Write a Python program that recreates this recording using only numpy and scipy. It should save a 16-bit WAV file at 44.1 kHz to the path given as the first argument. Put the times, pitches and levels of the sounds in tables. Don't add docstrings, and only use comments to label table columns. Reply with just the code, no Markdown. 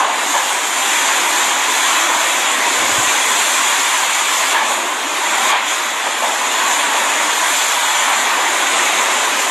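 import sys
import numpy as np
from scipy import signal
from scipy.io import wavfile
from scipy.ndimage import uniform_filter1d

SR = 44100
rng = np.random.default_rng(int(sys.argv[2]) if len(sys.argv) > 2 else 0)


def magnitude_from_level(level_db):
    exponent = np.asarray(level_db, float) / 20
    return 10 ** exponent


def put_to_file(sound):
    columns = np.atleast_2d(sound).T
    safe = np.clip(columns, -1, 1)
    whole_steps = np.round(safe * 32767)
    wavfile.write(sys.argv[1], SR, whole_steps.astype(np.int16))


N = 418950
HOP = 1024


def in_time(rows, t):
    s, *columns = np.transpose(rows)
    return [np.interp(t, s, column) for column in columns]


def at_hz(points, hz):
    knots_hz, levels_db = np.transpose(points)
    return np.interp(np.log(hz), np.log(knots_hz), levels_db)


def rms_one(x):
    return x / np.sqrt(np.mean(x ** 2) + 1e-20)


def bumps(t, tops, heights_db, halves):
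    return np.clip(1 - abs(t[:, None] - tops) / halves, 0, 1) @ heights_db


def lapped_basis():
    n, k = np.arange(2 * HOP)[:, None] + .5, np.arange(HOP) + .5
    window = signal.windows.kaiser_bessel_derived(2 * HOP, 4 * np.pi)[:, None]
    return np.sqrt(2 / HOP) * window * np.cos(np.pi / HOP * (n + HOP / 2) * k)


def to_tiles(x, lead=0):
    blocks = np.pad(x, (HOP + lead, 2 * HOP - N % HOP - lead)).reshape(-1, HOP)
    return np.hstack([blocks[:-1], blocks[1:]]) @ lapped_basis()


def from_tiles(tiles, lead=0):
    halves = tiles @ lapped_basis().T
    return (halves[:-1, HOP:] + halves[1:, :HOP]).ravel()[lead:lead + N]


def tile_axes():
    return np.arange(N // HOP + 2) * HOP / SR, (np.arange(HOP) + .5) * SR / (2 * HOP)


def patches(t, hz, frames, octaves):
    knots = np.arange(np.log2(100), np.log2(23000), octaves)
    field = uniform_filter1d(rng.standard_normal((len(t), len(knots))), frames, axis=0)
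    place = np.interp(np.log2(hz), knots, np.arange(len(knots)))
    low = np.minimum(place.astype(int), len(knots) - 2)
    return rms_one(field[:, low] * (1 + low - place) + field[:, low + 1] * (place - low))


def drops(per_s, spread_db):
    sizes = magnitude_from_level(spread_db * np.minimum(rng.exponential(1, N), 5)) * rng.choice([-1, 1], N)
    return rms_one(sizes * (rng.random(N) < per_s / SR))


def ducking(t):
    # start in seconds, depth in dB, hold in seconds, quick loss of treble in dB.
    ducks = [
        (0.0, 3.5, .38, 6),
        (4.535, 5, .15, 5),
        (5.516, 4, .17, 11),
        (6.056, 2, .03, 1),
    ]
    sink_s, recover_db_per_s = .33, 11.5
    treble_attack_s, treble_hold_s, treble_release_s = .012, .09, .09
    treble_knots = np.cumsum([0, treble_attack_s, treble_hold_s, treble_release_s])
    slow = quick = 0
    for s, depth_db, hold, treble_db in ducks:
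        sunk = s + sink_s
        rise = sunk + hold
        knots = [s - .001, sunk, rise, rise + depth_db / recover_db_per_s]
        slow = slow - np.interp(t, knots, [0, depth_db, depth_db, 0])
        quick = quick - np.interp(t - s, treble_knots, [0, treble_db, treble_db, 0])
    return slow, quick


def layer_db(t):
    # time in seconds, strength in dB about the mean.
    rain = [(0.0, -3), (0.55, 2.5), (1.12, 1.5), (1.27, 0), (1.39, 2.5), (1.57, -1), (1.8, 2.5), (2.1, -1),
            (2.5, -0.6), (2.9, 2), (3.85, 2), (4.03, 0.5), (4.4, 1), (7.2, -1.5), (7.57, 2), (8.42, -2.5),
            (8.78, 0.5), (9.34, -2)]
    # time in seconds, strength in dB about the mean.
    wind = [(0.0, 3), (0.8, 0), (1.4, 1), (1.85, -1), (2.65, 1.5), (2.88, 4), (3.3, -0.5), (3.86, -3),
            (4.25, -4.5), (4.7, 5), (5.1, 2), (5.9, -0.5), (6.4, 0.5), (7.2, 0.5), (7.9, -4), (8.3, 0.5),
            (8.8, 3.5), (9.5, 0)]
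    # top in seconds, rise in dB, half length in seconds.
    surges = [(0.0, 5, 0.11), (0.58, 0.5, .12), (1.06, 3, 0.092), (1.253, 2.5, .12), (2.075, 3.5, 0.28),
              (2.93, 0.5, .1), (5.47, 3, 0.26), (6.72, 1.5, .2), (6.98, 2, .25), (8.148, 3, 0.55),
              (9.113, 3, .2), (9.42, 1, 0.072)]
    # top in seconds, rise of patter in dB, rise of hiss in dB, half length in seconds.
    bursts = [(0.0, -3, 1.5, 0.13), (0.36, -0.5, 3.5, .2), (1.928, 1, .5, .12), (2.295, 1.2, 1.5, .15),
              (4.72, -0.5, 2, .12), (5.398, 1, 0.4, 0.16), (5.564, 4, .5, 0.089), (5.745, 1.5, 2, 0.18),
              (6.7, 0.8, 1, 0.18), (8.906, 1.2, -1.5, 0.12), (9.43, .5, 3, 0.094)]
    layers = [
        (-30, 0.01, 1.0, 0.64, .6),
        (-21, 0.083, 0.12, 0.64, .2),
        (-18, 0.32, 0.037, 1.0, 0.097),
        (-22, 1.0, 0.01, 1.13, 0.78),
    ]
    controls = [np.ones(len(t)), *in_time(rain, t), *in_time(wind, t), *ducking(t)]
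    tops, patter_db, hiss_db, halves = np.transpose(bursts)
    roof_db = bumps(t, *np.transpose(surges))
    moments = [0 * t, roof_db, bumps(t, tops, patter_db, halves), bumps(t, tops, hiss_db, halves)]
    return np.transpose(controls) @ np.transpose(layers) + np.transpose(moments)


def storm(patchy_db, sheets_db, drop_share):
    # frequency in Hz, density in dB per Hz.
    roar = [(120, -54), (200, -21), (289, -11), (401, -12), (512, -12.5), (587, -8), (761, -6), (1010, -1),
            (1330, -7.5), (1570, -6), (2230, -5.5), (2970, -9), (3410, -5.5), (4540, -14.5), (5200, -15.5),
            (6760, -47), (11400, -120)]
    # frequency in Hz, density in dB per Hz.
    hiss = [(4500, -10), (5400, -11.5), (6330, -3.5), (7150, 2), (8000, -6), (8550, -5.5), (9300, -10),
            (10050, -14), (10700, -11), (11350, -10), (11780, -17.5), (12200, -12), (13000, -21),
            (13950, -23.5)]
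    layer_hz = [400, 1000, 2500, 7500]
    # frequency in Hz, side over mid in dB.
    apart = [(200, -35), (3000, -33), (3900, -20.5), (5000, -22.5), (7000, -21), (8000, -21), (9000, -10),
             (10000, -13), (11300, -7.5), (13000, -12)]
    # frequency in Hz, left over right in dB.
    lean = [(5000, 0), (7300, 1), (10000, -0.3), (13300, -4.5)]
    t, hz = tile_axes()
    roar_db = at_hz(roar, hz) - at_hz(roar, 4800)
    hiss_db = at_hz(hiss, hz) - at_hz(hiss, 4800)
    colour = np.where(hz < 4800, roar_db, hiss_db)

    share = np.clip(drop_share, 0, 1) * np.clip(hz / 8000, 0, 1)
    air = rng.standard_normal((2, len(t), HOP))
    impacts = to_tiles(drops(2500, spread_db=1.5))
    mid = np.sqrt(1 - share) * air[0] + np.sqrt(share) * impacts

    own_db = []
    for low, high in [(200, 700), (700, 1400), (1400, 4500), (5500, 13000)]:
        inside = (hz > low) & (hz < high)
        own_db.append(10 * np.log10(np.sum(magnitude_from_level(2 * colour[inside])) / HOP))
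    weights = np.array([np.interp(np.log(hz), np.log(layer_hz), np.arange(4) == j) for j in range(4)])
    swell = (layer_db(t) - own_db) @ weights

    flutter = rms_one(uniform_filter1d(rng.standard_normal(len(t)), size=4))
    sheets = flutter[:, None] * weights[3]
    howls = 1.3 * patches(t, hz, frames=4, octaves=1 / 30)
    flicker = patchy_db * patches(t, hz, frames=3, octaves=1 / 4)
    gain = magnitude_from_level(colour + swell + howls + flicker + sheets_db * sheets)
    side = air[1] * magnitude_from_level(at_hz(apart, hz)) + mid * np.tanh(at_hz(lean, hz) / 17.4)
    return from_tiles(gain * mid), from_tiles(gain * side)


def resonate(x, hz, width_hz):
    r = np.exp(-np.pi * width_hz / SR)
    poles = [1, -2 * r * np.cos(2 * np.pi * hz / SR), r * r]
    return signal.lfilter([(1 - r * r) / 2, 0, (r * r - 1) / 2], poles, x)


def slams():
    # start in seconds, level in dB, ring t60 in seconds, tilt in dB per octave, upper mode in dB.
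    impacts = [
        (0.002, -15, 0.68, -4.5, 0),
        (.338, -15, .45, -3, 8.5),
        (.50, -18.5, .25, -6.5, -5),
        (1.079, -18.5, 0.19, -5, -6),
        (4.54, -15.5, 0.47, -0.5, 9),
        (4.70, -23.5, 0.74, -11, -4),
        (5.517, -14, 0.63, -0.5, 0),
        (6.06, -22, 0.3, -13.5, -5),
        (6.215, -15, 0.52, -7.5, -4),
    ]
    # frequency in Hz, width in Hz, level in dB.
    modes = [(600, 200, -8), (863, 120, 3), (1057, 150, 2), (1720, 110, -3.5), (2290, 300, -9.5),
             (3500, 520, -11)]
    upper = 3
    size = SR // 2
    t = np.arange(size) / SR
    out = np.zeros(N)
    for s, level_db, t60, tilt_db, upper_db in impacts:
        at = round(s * SR)
        shake = rng.standard_normal(size) * np.minimum(t / .004, 1) * magnitude_from_level(-60 * t / t60)
        body = np.zeros(size)
        for k, (hz, width_hz, db) in enumerate(modes):
            mode_db = db + tilt_db * np.log2(hz / 1000) + upper_db * (k == upper)
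            body += magnitude_from_level(mode_db) * resonate(shake, hz, width_hz) * (-1) ** k
        out[at:at + size] += magnitude_from_level(level_db + 16) * body
    return out


def buffets():
    # start in seconds, length in seconds, level in dB.
    gusts = [
        (1.55, .02, -52),
        (2.79, .15, -42.5),
        (3.018, .06, -43.5),
    ]
    # start in seconds, peak in dB, frequency in Hz, t60 in seconds.
    knocks = [
        (2.982, -19, 125, .08),
    ]
    rise_db_per_s, fall_db_per_s = 1200, 1000
    band = signal.butter(4, [65, 170], "band", fs=SR, output="sos")
    low = rms_one(signal.sosfilt(band, rng.standard_normal(N)))
    clock = np.arange(N) / SR
    envelope = np.zeros(N)
    for s, length, db in gusts:
        before, after = np.maximum(s - clock, 0), np.maximum(clock - s - length, 0)
        envelope += magnitude_from_level(db - rise_db_per_s * before - fall_db_per_s * after)
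    out = low * envelope
    for s, peak_db, hz, t60 in knocks:
        t = np.maximum(clock - s, 0)
        out += magnitude_from_level(peak_db - 60 * t / t60) * np.sin(2 * np.pi * hz * t) * np.minimum(t / 0.0037, 1)
    return out


def scene():
    mid, side = storm(patchy_db=0.68, sheets_db=-0.35, drop_share=.2)
    mid = 1.204 * np.tanh((mid + slams()) / 1.17)
    bass_cut = signal.butter(10, 185, "high", fs=SR, output="sos")
    mid = signal.sosfilt(bass_cut, mid) + buffets()
    return np.array([mid + side, mid - side])


def rounded(lines, step):
    return np.sign(lines) * step * np.floor(np.abs(lines) / step + .4)


def hearing_bands(tiles):
    band_place = np.round(28 * np.log(1 + tile_axes()[1] / 2400))
    band = np.unique(band_place, return_inverse=True)[1]
    member = band[:, None] == np.arange(band.max() + 1)
    power = tiles ** 2 @ member / member.sum(axis=0)
    return band, np.sqrt(power + 1e-12)[:, band]


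def coarse_mid(mid, clear_db, follow, frame_db, band_db):
    # frequency in Hz, level in dB.
    faintest = [(170, -30.5), (260, -36), (5200, -35), (8600, -30), (10000, -22.5), (11300, -24.5),
                (12300, -22.5), (13100, -23), (13700, -19.5), (14000, -8)]
    t, hz = tile_axes()
    tiles = to_tiles(mid, lead=400)
    band, level = hearing_bands(tiles)
    loud_db = 10 * np.log10(np.mean(tiles ** 2, axis=1) + 1e-9) + 15
    luck = rng.standard_normal((2, len(t), band.max() + 1))
    wander, hunger = uniform_filter1d(luck, size=3, axis=1) * np.sqrt(3)
    band_wander_db = band_db * wander[:, band]
    frame_shift_db = (follow * loud_db + frame_db * wander[:, 0])[:, None]
    floor = magnitude_from_level(at_hz(faintest, hz) + frame_shift_db + band_wander_db)
    step = np.maximum(level * magnitude_from_level(-clear_db + band_wander_db), floor)
    starved = (hunger[:, band] > 2.2) & (hz > 1200) & (hz < 3200)
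    return from_tiles(rounded(tiles, step) * ~starved, lead=400)


def fine_pair(mid, side, wander_db, split_above, split_db):
    # frequency in Hz, mid step in dB, side step in dB.
    steps = [(250, -40, -36), (500, -36, -34), (1000, -27, -25), (1700, -25.5, -26), (2700, -28, -26),
             (3700, -30, -26), (5000, -31, -27), (7000, -29, -25), (9000, -33, -27.5), (11500, -35, -31),
             (13000, -33, -29)]
    lead = 78
    t, hz = tile_axes()
    mid, side = to_tiles(mid, lead), to_tiles(side, lead)
    band, level = hearing_bands(mid)
    luck = rng.standard_normal((len(t), band.max() + 2))
    frame_luck = luck[:, -1] + .6 * np.roll(luck[:, -1], 1)
    split = (frame_luck > split_above)[:, None]
    slip_size = np.minimum(magnitude_from_level(-14) * level, magnitude_from_level(split_db))
    slips = split * (hz > 170) * (hz < 8500) * slip_size * rng.standard_normal(mid.shape)
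    knots_hz, mid_knots_db, side_knots_db = np.transpose(steps)
    mid_db = np.interp(np.log(hz), np.log(knots_hz), mid_knots_db)
    side_db = np.interp(np.log(hz), np.log(knots_hz), side_knots_db)
    shift_db = wander_db * luck[:, band]
    mid = from_tiles(rounded(mid, magnitude_from_level(mid_db + shift_db)), lead)
    side = from_tiles(rounded(side + slips, magnitude_from_level(side_db + shift_db - 2 * split)), lead)
    return np.array([mid + side, mid - side])


def roll_off(x):
    return signal.sosfilt(signal.butter(12, 13910, fs=SR, output="sos"), x)


def record(dry):
    left, right = dry
    mid = coarse_mid((left + right) / 2, clear_db=0.5, follow=0.53, frame_db=1.5, band_db=1.5)
    pair = fine_pair(mid, (left - right) / 2, wander_db=1.5, split_above=1.0, split_db=-31.0)
    return roll_off(pair)


dry = scene()
out = record(dry)
put_to_file(out)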